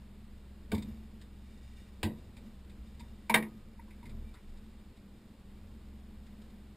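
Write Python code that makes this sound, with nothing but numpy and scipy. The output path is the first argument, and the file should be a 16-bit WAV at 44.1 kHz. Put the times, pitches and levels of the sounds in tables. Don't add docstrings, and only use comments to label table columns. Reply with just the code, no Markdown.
import sys
import numpy as np
from scipy import signal
from scipy.fft import rfft, irfft, next_fast_len
from scipy.io import wavfile
from scipy.ndimage import uniform_filter1d, map_coordinates

SR = 44100
rng = np.random.default_rng(int(sys.argv[2]) if len(sys.argv) > 2 else 0)


def boost(x):
    u = np.asarray(x, float) / 20
    return 10 ** u


def store_pcm(level_fs):
    pcm = np.round(np.clip(level_fs, -1, 1) * 32767).astype(np.int16)
    wavfile.write(sys.argv[1], SR, np.atleast_2d(pcm).T)


N = 298248
T = np.arange(N) / SR

# (time [s], length [s], rocking [dB], drumming [dB])
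WEIGHT_SHIFTS = [(0.876, 0.14, 3.5, 10), (2.177, 0.18, 6, 0.5), (2.43, 0.1, -0.5, 11.5),
                 (2.795, 0.085, -3, 8.5), (3.05, 0.094, 4.5, 7), (3.48, .15, 5, 4.5), (4.137, .12, 8.5, 6),
                 (5.65, 0.098, 0, 7), (6.5, 0.24, -2, 6.5)]


def unit(x):
    return x / np.sqrt(np.mean(x ** 2) + 1e-20)


def early(x):
    return x / np.sqrt(np.mean(x[:SR // 25] ** 2))


def along(points, hz):
    f, v = np.transpose(points)
    return np.interp(np.log(hz + 1), np.log(f + 1), v)


def curves(rows):
    s, *cols = np.transpose(rows)
    return [np.interp(T, s, c) for c in cols]


def wobble(rate, size=N):
    knots = rng.standard_normal(int(size * rate / SR) + 4)
    return map_coordinates(knots, [T[:size] * rate])


def bump(s, length):
    return np.exp(-((T - s) / length) ** 2)


def filtered(x, response):
    m = next_fast_len(x.shape[-1] + 8192)
    spectrum = rfft(x, m) * response(np.fft.rfftfreq(m, 1 / SR))
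    return irfft(spectrum, m)[..., :x.shape[-1]]


def peaks(modes):
    def response(f):
        total = 0
        for k, (c, w, db) in enumerate(modes):
            total = total + (-1) ** k * boost(db) * 1j * f * w / (c * c - f * f + 1j * f * w)
        return total
    return response


def noise(response):
    return unit(filtered(rng.standard_normal(N), response))


def add(track, s, x):
    part = track[round(s * SR):][:len(x)]
    part += x[:len(part)]


def motor():
    # (time [s], firing rate [Hz], coupling to the hull [dB])
    idling = [(0, 22.19, -54.5), (.28, 22.27, -54.5), (.5, 22.2, -52.5), (.9, 22.1, -45),
              (1.15, 21.98, -52.5), (2.0, 21.9, -51), (2.45, 21.8, -55), (2.85, 21.77, -50.5),
              (3.1, 22.1, -50.5), (3.4, 22.28, -63), (3.85, 22.42, -54), (4.25, 22.2, -50.5),
              (4.45, 22.32, -56), (5.4, 21.94, -55), (5.8, 22.2, -51), (6.76, 22.41, -56.5)]
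    # (multiple of the firing rate [1], level [dB], share of the coupling swing [1])
    orders = [(1, -56, .1), (2, -63, .8), (3, -53.5, 0.9), (5, -70, .8), (6, -72.5, .8), (9, -60.5, .1),
              (10, -69.5, .1)]
    firing_hz, coupling_db = curves(idling)
    turn = 2 * np.pi * np.cumsum(firing_hz * (1 + .002 * wobble(3))) / SR
    hum = 0
    for k, db, share in orders:
        level_db = db + 2 + share * (coupling_db + 52.5)
        level_db = level_db + 1.3 * wobble(14) + (1 - share) * 1.5 * wobble(5.6)
        hum = hum + boost(level_db) * np.sin(k * turn + rng.uniform(0, 2 * np.pi))
    return hum


def rocking():
    # (frequency [Hz], level [dB per Hz])
    rumble = [(7.1, -38), (12, -5), (64, -1), (112, -4), (156, -8.5), (216, -9.5), (277, -14.5), (848, -31),
              (1200, -31), (1560, -63.5), (2640, -120)]
    level_db = -58.5 + sum(db * bump(s, length) for s, length, db, _ in WEIGHT_SHIFTS)
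    return boost(level_db + 0.9 * wobble(7.8)) * noise(lambda f: boost(along(rumble, f)))


def drumming():
    level_db = -62 + sum(db * bump(s, length) for s, length, _, db in WEIGHT_SHIFTS)
    return boost(level_db + 1.8 * wobble(6)) * noise(peaks([(218.0, 9.3, 0)]))


def air():
    # (frequency [Hz], level [dB per Hz])
    murmur = [(180, -28.5), (300, -1), (506, -9), (546, -10.5), (595, -11.5), (666, -14.5), (844, -13.5),
              (1070, -15.5), (3670, -21), (5140, -26), (5900, -42), (7670, -63.5), (13000, -120)]
    return boost(-66 + 0.36 * wobble(3)) * noise(lambda f: boost(along(murmur, f)))


def scraping():
    # (time [s], length [s], level [dB])
    scrapes = [(.93, .12, -73), (1.55, 0.21, -74.5), (1.79, 0.11, -66), (2.197, 0.096, -76),
               (2.46, 0.042, -73), (2.87, .04, -76), (3.098, 0.17, -76), (3.55, 0.073, -77),
               (4.395, .3, -79), (6.3, 0.14, -84)]
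    # (frequency [Hz], width [Hz], level [dB])
    box = [(1930, 200, 0), (2340, 150, 1), (2830, 154, -0.5), (3660, 180, 0.5), (4940, 250, -4)]
    strokes = boost(-77) + sum(boost(db) * bump(s, length) for s, length, db in scrapes)
    rough = boost(-3.5 + 1.9 * wobble(60))
    return strokes * rough * noise(lambda f: peaks(box)(f) ** 2 + peaks([(3200, 4000, -9)])(f))


def blow(modes, colour, noise_db, rise, rattle, length=1):
    # (frequency [Hz], time to fall 60 dB [s])
    dying = [(60, .45), (250, 0.51), (1000, 0.16), (3000, 0.13), (6000, 0.109)]
    t = T[:SR * 2 // 5]
    ring = 0
    for hz, db, t60 in modes:
        swell = 1 - np.exp(-(t / min(4 / hz, 0.017)) ** 2)
        loose = np.clip(rattle * hz / 1500, 0, rattle)
        flutter = (1 + loose * wobble(200, size=len(t))) / np.hypot(1, loose)
        fade = boost(db - 60 * t / (t60 * (length if hz > 400 else 1)))
        ring = ring + fade * swell * flutter * np.sin(2 * np.pi * hz * t + rng.uniform(0, 2 * np.pi))
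    hz, s, z = signal.stft(rng.standard_normal(len(t)), SR, nperseg=512, noverlap=384)
    fading_db = along(colour, hz)[:, None] - 60 * s / (length * along(dying, hz)[:, None])
    burst = signal.istft(z * boost(fading_db), SR, nperseg=512, noverlap=384)[1][:len(t)]
    burst = burst * (1 + 1.2 * boost(-60 * t / 0.02))
    mix = early(ring) + boost(noise_db) * early(burst)
    return early(mix * (1 - np.exp(-(t / rise) ** 2)))


def thuds():
    # (time [s], peak [dB], crack [dB])
    boots = [
        (0.718, -22.5, -22),
        (2.031, -23.5, -11.5),
    ]
    # (frequency [Hz], level [dB], time to fall 60 dB [s])
    first_plate = [(68.5, -15.5, 0.28), (87.5, 0.5, 0.28), (113.4, -8, 0.29), (146.3, -19, 0.97),
                   (198, -3, 0.37), (218, 0.5, 0.48), (308.5, 4, 0.11), (377, -9, 0.22), (431, -3, 0.14),
                   (512, -13.5, 0.25), (688, -11, 0.13), (910, -11.5, 0.18), (1094, -18.5, 0.18),
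                   (1550, -15, 0.12), (2290, -15.5, 0.14), (3030, -36, .15), (3640, -29, 0.43),
                   (4670, -56, .15)]
    # (frequency [Hz], level [dB], time to fall 60 dB [s])
    second_plate = [(91.4, 8.5, 0.15), (106.7, -6, 0.2), (155, -13.5, 0.48), (192.5, -13, 0.35),
                    (217.4, 1, 0.32), (305, 1.5, 0.15), (348, -11, 0.36), (484, -17.5, 0.4),
                    (640, -26, 0.45), (956, -27, 0.18), (977, -21.5, 0.35), (1576, -16, 0.17),
                    (1936, -14.5, 0.19), (2560, -29, 0.29), (2855, -32, 0.31), (3820, -26, 0.29),
                    (4680, -18, 0.12)]
    # (frequency [Hz], level [dB per Hz])
    thud_colour = [(35, -21.5), (60, -31), (263, -13.5), (728, -14.5), (934, -7.5), (1400, -36),
                   (1570, -25), (1690, -16), (2350, -18), (2580, -16), (3650, -17.5), (4960, -21),
                   (5900, -39), (7670, -77), (13000, -120)]
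    out = np.zeros(N)
    for (s, db, crack_db), plate in zip(boots, (first_plate, second_plate)):
        hit = blow(plate, thud_colour, noise_db=crack_db + 5.5, rise=0.00089, rattle=2.2)
        add(out, s - .001, boost(db - 7.5) * hit)
    return out


def ticks():
    # (frequency [Hz], width [Hz], level [dB])
    case = [(949, 200, 4), (2205, 530, 3.5), (3660, 160, 0.5), (4686, 240, -7)]
    # (tap [dB], treble [dB], time to fall 60 dB [s])
    click = (-13.5, 0.61, .11)
    soft_tap = (3.8, -16, 0.09)
    clack = (-15.5, -12.5, 0.108)
    # (time [s], peak [dB], middle resonance [Hz], hardness [dB])
    clicks = [(.7474, -46, 2200, -0.5), (.78, -51, 2290, -2), (0.824, -55.5, 2340, 4),
              (1.215, -60, 1950, 3.5), (2.3678, -54, 2340, -3), (2.6975, -60.5, 2400, -2),
              (2.997, -56.5, 2180, 3.5), (4.0954, -60, 2290, 1), (4.5729, -69, 2450, 4),
              (4.9696, -64, 2194, -1), (6.2661, -62.5, 2050, -0.5), (6.4184, -62, 1660, 0),
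              (6.4998, -68, 2320, 0)]
    soft_taps = [(3.0044, -58.5, 2380, -2), (3.0336, -67, 1830, 3), (3.2986, -31.5, 2320, 1),
                 (3.4545, -54, 1800, 0), (3.7937, -57, 1970, -4), (3.881, -64.5, 1500, -6),
                 (4.0306, -56, 2260, 3)]
    clacks = [(3.4252, -37, 2030, -12), (3.907, -54, 2200, 1), (4.0557, -51, 2160, 6),
              (4.341, -55.5, 1200, 8.5), (4.3539, -53.5, 2000, -8), (4.3696, -59, 1160, -6)]
    out, t = np.zeros(N), T[:SR // 6]
    for (low_db, treble_db, t60), rows in ((click, clicks), (soft_tap, soft_taps), (clack, clacks)):
        for s, db, hz, hard_db in rows:
            high_db = treble_db + hard_db
            fade = boost(-60 * t / np.clip(t60, .01, .5)) * (1 - np.exp(-t / 0.0017))
            puff = early(rng.standard_normal(len(t)) * fade) * 0.18
            tick = 0
            for (c, w, g), d in zip([(hz, 260, 0)] + case[2:], (0, high_db - 3.5, high_db - 6)):
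                tick = tick + filtered(puff, lambda f: peaks([(c, 2.2 * w, g / 2 + d / 2)])(f) ** 2)
            broad = peaks([(3500, 4200, 0)])
            snap = filtered(puff * boost(-60 * t / 0.31),
                            lambda f: boost(high_db - 4.5) * broad(f) ** 2 / (1 + (f / 5300) ** 12))
            tone = np.sin(2 * np.pi * case[0][0] * rng.normal(1, 0.033) * t)
            tap = boost(low_db - 17) * fade * (1 + 0.79 * wobble(273, size=len(t))) * tone
            add(out, s - .002, boost(db + 20) * (tick + snap + tap))
    return out


def swells():
    # (time [s], frequency [Hz], level [dB], length [s])
    pushes = [(0.9, 84, -47, 0.1), (2.826, 54, -43, 0.06), (4.19, 27, -40, 0.165), (4.12, 106, -48, 0.07),
              (4.527, 25, -45.5, 0.16), (5.66, 88, -53, 0.11), (3.0, 150, -58, .09), (2.1, 260, -52, 0.065),
              (4.12, 145, -54.5, .1), (4.24, 68, -48, .12)]
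    # (time [s], frequency [Hz], level [dB], length [s])
    squeaks = [(4.285, 2340, -71, 0.06), (2.175, 8000, -68, .03), (2.305, 8400, -67, .025)]
    out = np.zeros(N)
    for s, hz, db, length in pushes + squeaks:
        out += boost(db - 25 * ((T - s) / length) ** 2) * np.sin(2 * np.pi * hz * T)
    return out


def clanks():
    # (time [s], peak [dB], hull [dB], low ring [dB], ring length factor [1])
    strikes = [
        (3.297, -20.5, -5, -5.5, 0.72),
        (3.342, -11, -21.5, -15, 0.92),
        (3.425, -43, -22, -9, 0.85),
    ]
    # (frequency [Hz], level [dB], time to fall 60 dB [s])
    metal = [(218, -9, 0.41), (481.7, -16, .3), (647.6, -9, 0.1717), (1090, -11.5, 0.172), (921.2, -8, .15),
             (963, -7.5, .12), (1240, -41.5, .9), (1576, -4, 0.11), (1704, -8, .13), (1880, -7, 0.16),
             (2030, -16.5, 0.15), (2104, -6, .1), (1920, -9, 0.15), (2288, -4.5, 0.15), (2728, -13.5, 0.1),
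             (3120, -10.5, 0.063), (3680, -3, 0.07), (4250, -21, 0.046), (5070, -22, .09)]
    # (frequency [Hz], level [dB per Hz])
    clank_colour = [(35, -69.5), (60, -35.5), (213, -6), (248, -15.5), (477, -12), (546, -24.5), (952, -6),
                    (1330, -17), (1570, -18.5), (2260, -3), (2540, -17.5), (3720, -16.5), (5900, -30),
                    (7670, -76), (13000, -120)]
    out = np.zeros(N)
    for s, db, hull_db, low_db, length in strikes:
        modes = []
        for hz, g, t60 in metal:
            extra_db = hull_db + 20.5 if hz < 400 else low_db + 13.5 if hz < 1100 else 0
            modes.append((hz, g + extra_db, t60))
        hit = blow(modes, clank_colour, noise_db=0, rise=0.0026, rattle=.35, length=length)
        add(out, s - .002, boost(db - 12.0) * hit)
    return out


def thinned(x):
    hz, _, z = signal.stft(x, SR, nperseg=1024)
    power = uniform_filter1d(np.abs(z) ** 2, size=7, axis=0)
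    power = uniform_filter1d(power, size=3, axis=1)
    usual = np.median(power, axis=1)[:, None]
    margin_db = np.interp(hz, [12400, 12900, 13700, 14700, 15570, 15600], [-9, -1.0, -7, -13, -5, 23.0])
    loud_enough = power > usual * boost(margin_db)[:, None]
    return signal.istft(z * loud_enough, SR, nperseg=1024)[1][:N]


def scene():
    hull = rocking() + drumming() + air() + scraping()
    return np.tile(motor() + hull + thuds() + ticks() + swells() + clanks(), (2, 1))


def low_pass(x):
    return signal.sosfilt(signal.butter(12, 16480, fs=SR, output="sos"), x)


def record(dry):
    # (frequency [Hz], level [dB per Hz])
    side_hiss = [(18, -49), (30, -9), (130, -4), (382, -5.5), (696, -11.5), (4210, -13.5), (5480, -17),
                 (6040, -29), (7140, -15.5), (9300, -25.5), (12100, -69), (20500, -120)]
    hold_hz, top_hz = 12000, 16400
    x = filtered(dry[0], lambda f: 1 / np.sinc(np.minimum(f, 6000) / hold_hz) / (1 + (f / 5850) ** 60))
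    x = x * (1 + 2 * np.cos(2 * np.pi * hold_hz * T))
    top_slope = lambda f: (f < top_hz) * boost(-.018 * np.maximum(f - 15200, 0))
    held = filtered(x, lambda f: np.sinc(f / hold_hz) * top_slope(f))
    x = thinned(held + boost(-82.5) * noise(lambda f: f < top_hz))
    treble = uniform_filter1d(filtered(x, lambda f: f > 1500) ** 2, size=2048)
    side = boost(-79) * noise(lambda f: boost(along(side_hiss, f)))
    side = side * (treble < boost(-58) ** 2)
    return low_pass(np.array([x + side, x - side]))


dry = scene()
out = record(dry)
store_pcm(out)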